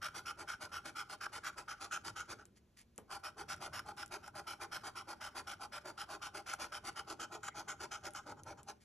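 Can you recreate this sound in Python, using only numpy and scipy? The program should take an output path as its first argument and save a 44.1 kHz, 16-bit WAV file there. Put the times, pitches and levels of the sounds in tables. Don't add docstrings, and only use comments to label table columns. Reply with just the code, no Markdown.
import sys
import numpy as np
from scipy import signal
from scipy.fft import rfft, irfft, next_fast_len
from scipy.io import wavfile
from scipy.ndimage import map_coordinates

SR = 44100
rng = np.random.default_rng(int(sys.argv[2]) if len(sys.argv) > 2 else 0)


def to_wav(s):
    ch = np.atleast_2d(s).T
    pcm = np.round(np.clip(ch, -1, 1) * 32767)
    wavfile.write(sys.argv[1], SR, pcm.astype(np.int16))


N = 389844
SIZE = 16384
T, HZ = np.arange(SIZE) / SR, np.fft.rfftfreq(SIZE, 1 / SR)

# (f/Hz, level/dB)
RASP_TONE = [
    [(700, -19), (1500, -13.5), (1800, -2.5), (2400, 1), (2780, -4), (3050, 4.5), (3350, -3.5),
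     (3950, -7.5), (5500, -5), (6200, -10.5), (6700, -7.5), (7600, -7), (9000, -24), (14000, -45.5)],
    [(700, -14.5), (1500, -4.5), (1780, -1.5), (2400, 0.5), (2780, -5.5), (3100, -2.5), (3900, -7),
     (4350, -4.5), (4680, 3.5), (5000, -0.5), (6200, -6), (6700, -9), (9000, -16.5), (14000, -76.5)],
]
# (f/Hz, level/dB)
FIZZ_TONE = [(6000, -22), (7900, -3.5), (8250, 2), (8700, -1), (9500, -5), (10250, 1), (10750, -6),
             (11300, -12), (11800, -6.5), (12600, -27), (14000, -36)]


def amp(db):
    return 10 ** (np.asarray(db) / 20)


def unit(x):
    return x / np.sqrt(np.mean(x ** 2) + 1e-20)


def along(points, hz):
    f, v = np.transpose(points)
    return np.interp(np.log(hz + 1), np.log(f + 1), v)


def wobble(rate):
    return map_coordinates(rng.standard_normal(SIZE // 8), [T * rate], mode="wrap")


def colour(points):
    cepstrum = irfft(np.log(amp(along(points, HZ))))
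    cepstrum[1:SIZE // 2] *= 2
    cepstrum[SIZE // 2 + 1:] = 0
    return np.exp(rfft(cepstrum))


def modes(rows):
    total = 0
    for k, (centre, width, db) in enumerate(rows):
        damping = 1j * HZ * width
        sign = (-1) ** k
        total = total + sign * amp(db) * damping / (centre * centre - HZ * HZ + damping)
    return total


def through(force, response):
    return irfft(rfft(force) * response)


def filtered(x, response):
    m = next_fast_len(N + SR // 2)
    spectrum = rfft(x, m) * response(np.fft.rfftfreq(m, 1 / SR))
    return irfft(spectrum, m)[..., :N]


def add(track, s, sound):
    i = round(s * SR)
    sound = sound[..., max(-i, 0):max(N - i, 0)]
    track[..., max(i, 0):][..., :sound.shape[-1]] += sound


def ports(x):
    # (f/Hz, phase/rad)
    lead = [(0, 0), (300, 0), (520, -.4), (1400, -.15), (2700, .7), (4050, .7), (4650, 1.9), (5170, 4.9),
            (5700, 6.2), (6200, 6.5), (8350, 9), (9560, 9.6), (12300, 12.6)]
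    return filtered(x, lambda hz: np.exp(1j * np.outer([.5, -.5], along(lead, hz))))


def air():
    # (f/Hz, level/dB)
    hush_tone = [(12, -33), (20, -16), (71, 0), (166, -18.5), (195, -7), (235, -5.5), (277, -18.5),
                 (439, -25), (517, -21.5), (819, -28), (1800, -32), (4770, -34.5), (13000, -40),
                 (16900, -89.5), (22000, -120)]
    # (f/Hz, level/dB)
    apart = [(30, -23.5), (100, -16), (400, 0.5), (3000, -7), (12000, -7)]
    hush_db = -71.5
    shared = ports(rng.standard_normal(N))
    alone = filtered(rng.standard_normal((2, N)), lambda hz: amp(along(apart, hz)))
    return amp(hush_db) * unit(filtered(shared + alone, lambda hz: amp(along(hush_tone, hz))))


def room(x):
    # (f/Hz, t/s)
    decay = [(200, 0.56), (1200, 0.37), (5000, 0.069), (12000, 0.051)]
    # (f/Hz, level/dB)
    wet_level = [(200, -10.5), (1300, -23), (4000, -10.5), (12000, -20)]
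    hz, t, z = signal.stft(rng.standard_normal((2, SR // 3)), SR, nperseg=256)
    fade = amp(-60 * t / along(decay, hz)[:, None])
    tail = signal.istft(z * fade, SR, nperseg=256)[1]
    wet = signal.fftconvolve(x[None], tail / np.linalg.norm(tail[0]), axes=1)[:, :N]
    return filtered(wet, lambda hz: amp(along(wet_level, hz)))


def hand():
    # (f/Hz, level/dB)
    rumble_tone = [(20, -19), (60, -9.5), (92, 3), (135, -1.5), (250, -9.5), (400, -7.5), (900, -48)]
    # (t/s, level/dB)
    rumble_level = [(0.0, -66.5), (1.08, -68), (1.92, -70), (2.11, -59.5), (2.26, -72), (2.31, -62.5),
                    (2.8, -79.5), (3.67, -60.5), (4.31, -68.5), (4.38, -58.5), (4.46, -71), (4.7, -67.5),
                    (6.8, -70.5), (6.89, -58), (6.97, -67), (8.17, -66.5), (8.49, -61.5), (8.84, -77)]
    rumble = unit(filtered(rng.standard_normal(N), lambda hz: amp(along(rumble_tone, hz))))
    return rumble * amp(np.interp(np.arange(N) / SR, *np.transpose(rumble_level)))


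def squeaks():
    # (middle t/s, width t/s, f/Hz, level/dB)
    slips = [(3.062, .025, 2230, -84), (7.522, 0.02, 2070, -65)]
    out, lead_in = np.zeros(N), .1
    for s, width, hz, db in slips:
        tone = unit(through(rng.standard_normal(SIZE), modes([(hz, 260, 0)]) ** 2))
        swell = np.exp(-((T - lead_in) / width) ** 2)
        add(out, s - lead_in, amp(db) * tone * swell)
    return out


def taps():
    # (t/s, level/dB)
    ticks = [(2.4545, -43), (2.815, -47), (2.9605, -56), (2.9794, -32.5), (3.5634, -46), (3.8633, -52),
             (3.9673, -49), (4.061, -39), (4.079, -46), (4.2787, -40.5), (6.5373, -29), (8.107, -45),
             (8.136, -40), (8.4346, -40.5), (8.6316, -44)]
    # (t/s, level/dB)
    landings = [(2.984, -41)]
    # (f/Hz, level/dB)
    click_tone = [(200, -24), (1500, 3), (4000, 3.5), (7000, 18), (10000, 19.5), (14000, -15)]
    # (f/Hz, level/dB)
    thud_tone = [(40, -20.5), (120, -3), (330, 5), (800, 1), (1400, -8), (3000, -24.5)]
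    out = np.zeros(N)
    for s, db in ticks:
        crack = through(rng.standard_normal(SIZE) * amp(-60 * T / .005), colour(click_tone))
        rustle_body = colour(FIZZ_TONE) + 0.41 * colour(RASP_TONE[0])
        rustle = through(rng.standard_normal(SIZE) * amp(-60 * T / 0.088), rustle_body)
        tick = crack / np.abs(crack).max() + amp(-16.5) * rustle / np.abs(rustle).max()
        add(out, s, amp(db) * tick)
    for s, db in landings:
        fade = amp(-60 * T / .035) + amp(-5.5) * amp(-60 * T / 0.2)
        thud = through(rng.standard_normal(SIZE) * fade, colour(thud_tone))
        add(out, s, amp(db) * thud / np.abs(thud).max())
    return out


def slide(t, length, rise, fall, arch_db):
    gate = (1 + np.tanh(t / rise)) * (1 + np.tanh((length - t) / fall)) / 4
    return gate * amp(-arch_db * np.minimum((2 * t / length - 1) ** 2, 2))


def flakes(rate, spread_db, smooth):
    happens = rng.random(SIZE) < rate / SR
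    size = rng.standard_normal(SIZE) * amp(spread_db * (2 * rng.random(SIZE) - 1))
    return unit(happens * size) + smooth * rng.standard_normal(SIZE)


def brushes():
    # (start t/s, end t/s, level/dB)
    touches = [(2.558, 2.592, -69.5), (2.768, 2.826, -62.5), (8.805, 8.843, -69)]
    out, lead_in = np.zeros(N), .05
    card = colour(RASP_TONE[1]) * (1 + modes([(7050, 760, 1.5)])) + 0.88 * colour(FIZZ_TONE)
    for start, end, db in touches:
        hiss = unit(through(flakes(rate=3000, spread_db=4, smooth=.4), card))
        touch = slide(T - lead_in, end - start, rise=0.0042, fall=0.012, arch_db=3)
        add(out, start - lead_in, amp(db) * hiss * touch)
    return out


def reflections(t60):
    cluster = rng.standard_normal(SIZE) * amp(-60 * T / t60) * (1 - np.exp(-T / 0.00033))
    return rfft(cluster / np.linalg.norm(cluster))


def snagging(t, start, length):
    # (t/s, level/dB)
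    catches = [(0.503, 7), (.538, 11.5), (1.263, 16.5), (1.847, 5), (1.961, 8), (1.974, 14.5), (2.081, 9),
               (2.207, 7), (3.794, 7), (3.889, 9), (4.029, 14), (4.277, 15), (4.506, 4), (4.766, 7.5),
               (6.536, 13.5), (6.993, 9.5), (7.483, 17.5)]
    gain = 1
    for s, db in catches:
        if abs(s - start) < length * 2:
            gain = gain + (amp(db) - 1) * np.exp(-((t + start - s) / 0.0028) ** 2)
    return gain


def cushion():
    return 1 / (1 + 1j * HZ / 5000) ** 2


def coin_body():
    # (f/Hz, width/Hz, level/dB)
    coin_modes = [(1171.4, 59, -9.5), (1349.4, 99, 0), (1455.5, 116, 0), (1554, 136, -6)]
    grip = 1 + 0.014 * rng.standard_normal(len(coin_modes))
    return cushion() * modes([(hz * g, w, db) for (hz, w, db), g in zip(coin_modes, grip)])


def table_body(boom_db):
    # (f/Hz, width/Hz, level/dB)
    boom_modes = [(318.7, 53, -4.5), (397.5, 56, -4), (468, 43, -8.5)]
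    # (f/Hz, width/Hz, level/dB)
    top_modes = [(601, 45.3, -3.5), (804, 44, 3), (905, 94, -4.5), (1040, 73, -3.5)]
    spot_db = 2.5
    top = [(hz, w, db + boom_db) for hz, w, db in boom_modes] + top_modes
    return cushion() * modes([(hz, w, db + spot_db * rng.standard_normal()) for hz, w, db in top])


def edge_ring(back, right):
    left_hz, right_hz = (5430, 5600), (6420, 6780)
    left_db, right_db = (8, -10), (16, 7.5)
    tilt = 1 + 0.037 * rng.standard_normal()
    at_left = modes([(left_hz[back] * tilt, 550, left_db[back])])
    at_right = modes([(right_hz[back] * tilt, 550, right_db[back])])
    return (1 - right) * at_left + right * at_right


def scratching():
    # (start t/s, end t/s, level/dB, growth/dB)
    strokes = [(.018, .081, -49, 4), (.146, .2, -51, -0.5), (.256, .319, -50.5, 0), (.378, .434, -56, 3),
               (.476, .545, -51.5, -4.5), (.607, .661, -52.5, 0), (.719, .787, -52, -0.5),
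               (.85, .902, -53, -3), (.953, 1.024, -50.5, 4.5), (1.092, 1.152, -53.5, -0.5),
               (1.207, 1.26, -52, 4.5), (1.325, 1.386, -52, 1), (1.435, 1.497, -49.5, 2.5),
               (1.569, 1.62, -54, -4), (1.682, 1.737, -52.5, 0), (1.803, 1.865, -52, 0),
               (1.912, 1.97, -47, 0), (2.043, 2.104, -50.5, 0), (2.158, 2.223, -52, 0),
               (2.287, 2.339, -52, 0), (2.384, 2.433, -70.5, -4), (3.103, 3.171, -52.5, -3.5),
               (3.235, 3.299, -51.5, -6.5), (3.375, 3.433, -55.5, -3.5), (3.483, 3.542, -48.5, 3),
               (3.608, 3.679, -52.5, -3), (3.729, 3.805, -51, -3.5), (3.858, 3.917, -61, 3.5),
               (3.971, 4.043, -53.5, -4), (4.112, 4.167, -51.5, 1), (4.225, 4.298, -63, -2),
               (4.348, 4.407, -55, 2), (4.467, 4.541, -51.5, 1), (4.602, 4.653, -52, -0.5),
               (4.715, 4.775, -49.5, 6), (4.838, 4.898, -52.5, -1), (4.954, 5.019, -53, -1),
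               (5.078, 5.136, -54.5, 0.5), (5.205, 5.285, -53, 0), (5.354, 5.407, -50.5, -2),
               (5.469, 5.542, -52, 0), (5.603, 5.662, -54.5, -6), (5.72, 5.785, -53, 4.5),
               (5.848, 5.913, -56, 1.5), (5.974, 6.038, -51, 0), (6.086, 6.162, -55, 1),
               (6.217, 6.287, -51.5, -4), (6.343, 6.404, -53, -4.5), (6.462, 6.548, -50, 0),
               (6.593, 6.662, -49, -3), (6.721, 6.784, -51, -1.5), (6.844, 6.9, -49.5, 1.5),
               (6.956, 7.012, -51.5, 1), (7.076, 7.138, -52.5, -0.5), (7.195, 7.256, -50, -5.5),
               (7.315, 7.372, -55, -1.5), (7.43, 7.492, -51.5, -6.5), (7.549, 7.619, -53, 2.5),
               (7.679, 7.731, -48.5, -2.5), (7.798, 7.858, -51.5, -1), (7.911, 7.966, -50, 2),
               (8.035, 8.088, -51.5, 1.5), (8.145, 8.193, -52.5, 2.5), (8.262, 8.329, -60, -3),
               (8.368, 8.415, -72, -2), (8.461, 8.531, -60, -3), (8.571, 8.613, -68.5, 0),
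               (8.675, 8.721, -54, -6.5)]
    # (t/s, place from 0 left end to 1 right end)
    across = [(0, 0), (1.2, 0.35), (1.9, 0.76), (2.6, 0.68), (3, 0), (4.6, 0.071), (6.9, 0.34), (7.3, 0.93),
              (8.8, 0.82)]
    # (forth level/dB, back level/dB)
    table_base = [(-59.5, -55.5), (-55.5, -51.5)]
    coin_base = [(-47, -52), (-50, -52)]
    usual_bite_db, next_row_s = -52, 2.9
    table_follows, coin_follows = (0.39, 0.042), (0.72, 0.46)
    boom_base_db, boom_across_db = [(-4.5, -2.5), (-9, -3.5)], 3.5
    fizz_base_db, fizz_across_db = (-4.8, -4), -5
    loose_s, loose_db_per_s = 8.35, -17

    out, lead_in = np.zeros((2, N)), .05
    rasps, crumble = [colour(points) for points in RASP_TONE], colour(FIZZ_TONE)
    for k, (start, end, rasp_db, lean_db) in enumerate(strokes):
        t, length = T - lead_in, max(end - start, .02)
        back, row = k % 2, int(start > next_row_s)

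        extra_bite_db = rasp_db - usual_bite_db
        table_db = table_base[row][back] + table_follows[back] * extra_bite_db
        coin_db = coin_base[row][back] + coin_follows[back] * extra_bite_db
        coin_db += loose_db_per_s * max(start - loose_s, 0)

        right = np.clip(np.interp(start, *np.transpose(across)), 0, 1) ** 2
        boom_db = boom_base_db[row][back] + boom_across_db * right
        fizz_db = fizz_base_db[back] + fizz_across_db * right

        pressure = amp(lean_db * (t / length - .5).clip(-.5, .5))
        chatter = amp(1.32 * wobble(rate=111.8) + 1.3 * wobble(rate=480))
        force = flakes(rate=7500, spread_db=5, smooth=0.4) * pressure * chatter
        snag = snagging(t, start, length)

        bite = (.003, .008)[back]
        turn = slide(t - .002, length + 0.059, rise=0.027, fall=0.0088, arch_db=2)
        turn = turn * amp(-70 * (t - length).clip(0, .2))
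        cut = slide(t - .001, length - .001, rise=bite, fall=0.011, arch_db=6) + amp(-21.5) * turn
        drag = slide(t + 0.0027, length + 0.002, rise=bite, fall=0.0068, arch_db=0.5) + amp(-16.5) * turn
        push = slide(t, length + 0.0011, rise=0.013, fall=0.016, arch_db=-1.0) + amp(-33) * turn

        scatter = .3 * np.array([reflections(t60=.008) for port in range(2)])
        spot = 1 + 0.5 * reflections(t60=0.031) + scatter
        card = spot * rasps[back] * (1 + edge_ring(back, right))

        # (envelope, how strongly a snag jolts it, body, level/dB)
        layers = [(push, .8, table_body(boom_db), table_db),
                  (drag, 1, coin_body(), coin_db),
                  (cut, .6, card, rasp_db),
                  (cut, .6, spot * crumble, rasp_db + fizz_db)]
        inside = (t > 0) & (t < length)
        for envelope, jolt, body, db in layers:
            sound = through(force * envelope * snag ** jolt, body)
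            plain = (sound / snag ** (jolt / 2))[..., inside]
            add(out, start - lead_in, amp(db) * sound / np.sqrt(np.mean(plain ** 2)))
    return out


def scene():
    coin = scratching() + brushes() + taps() + squeaks()
    return ports(coin) + room(coin.mean(axis=0)) + hand() + air()


def record(dry):
    # (f/Hz, level/dB)
    treble = [(12000, 0), (12700, -11), (13300, -5), (14200, -11)]
    top_hz = 14200
    return filtered(dry, lambda hz: amp(along(treble, hz)) * (hz < top_hz))


dry = scene()
out = record(dry)
to_wav(out)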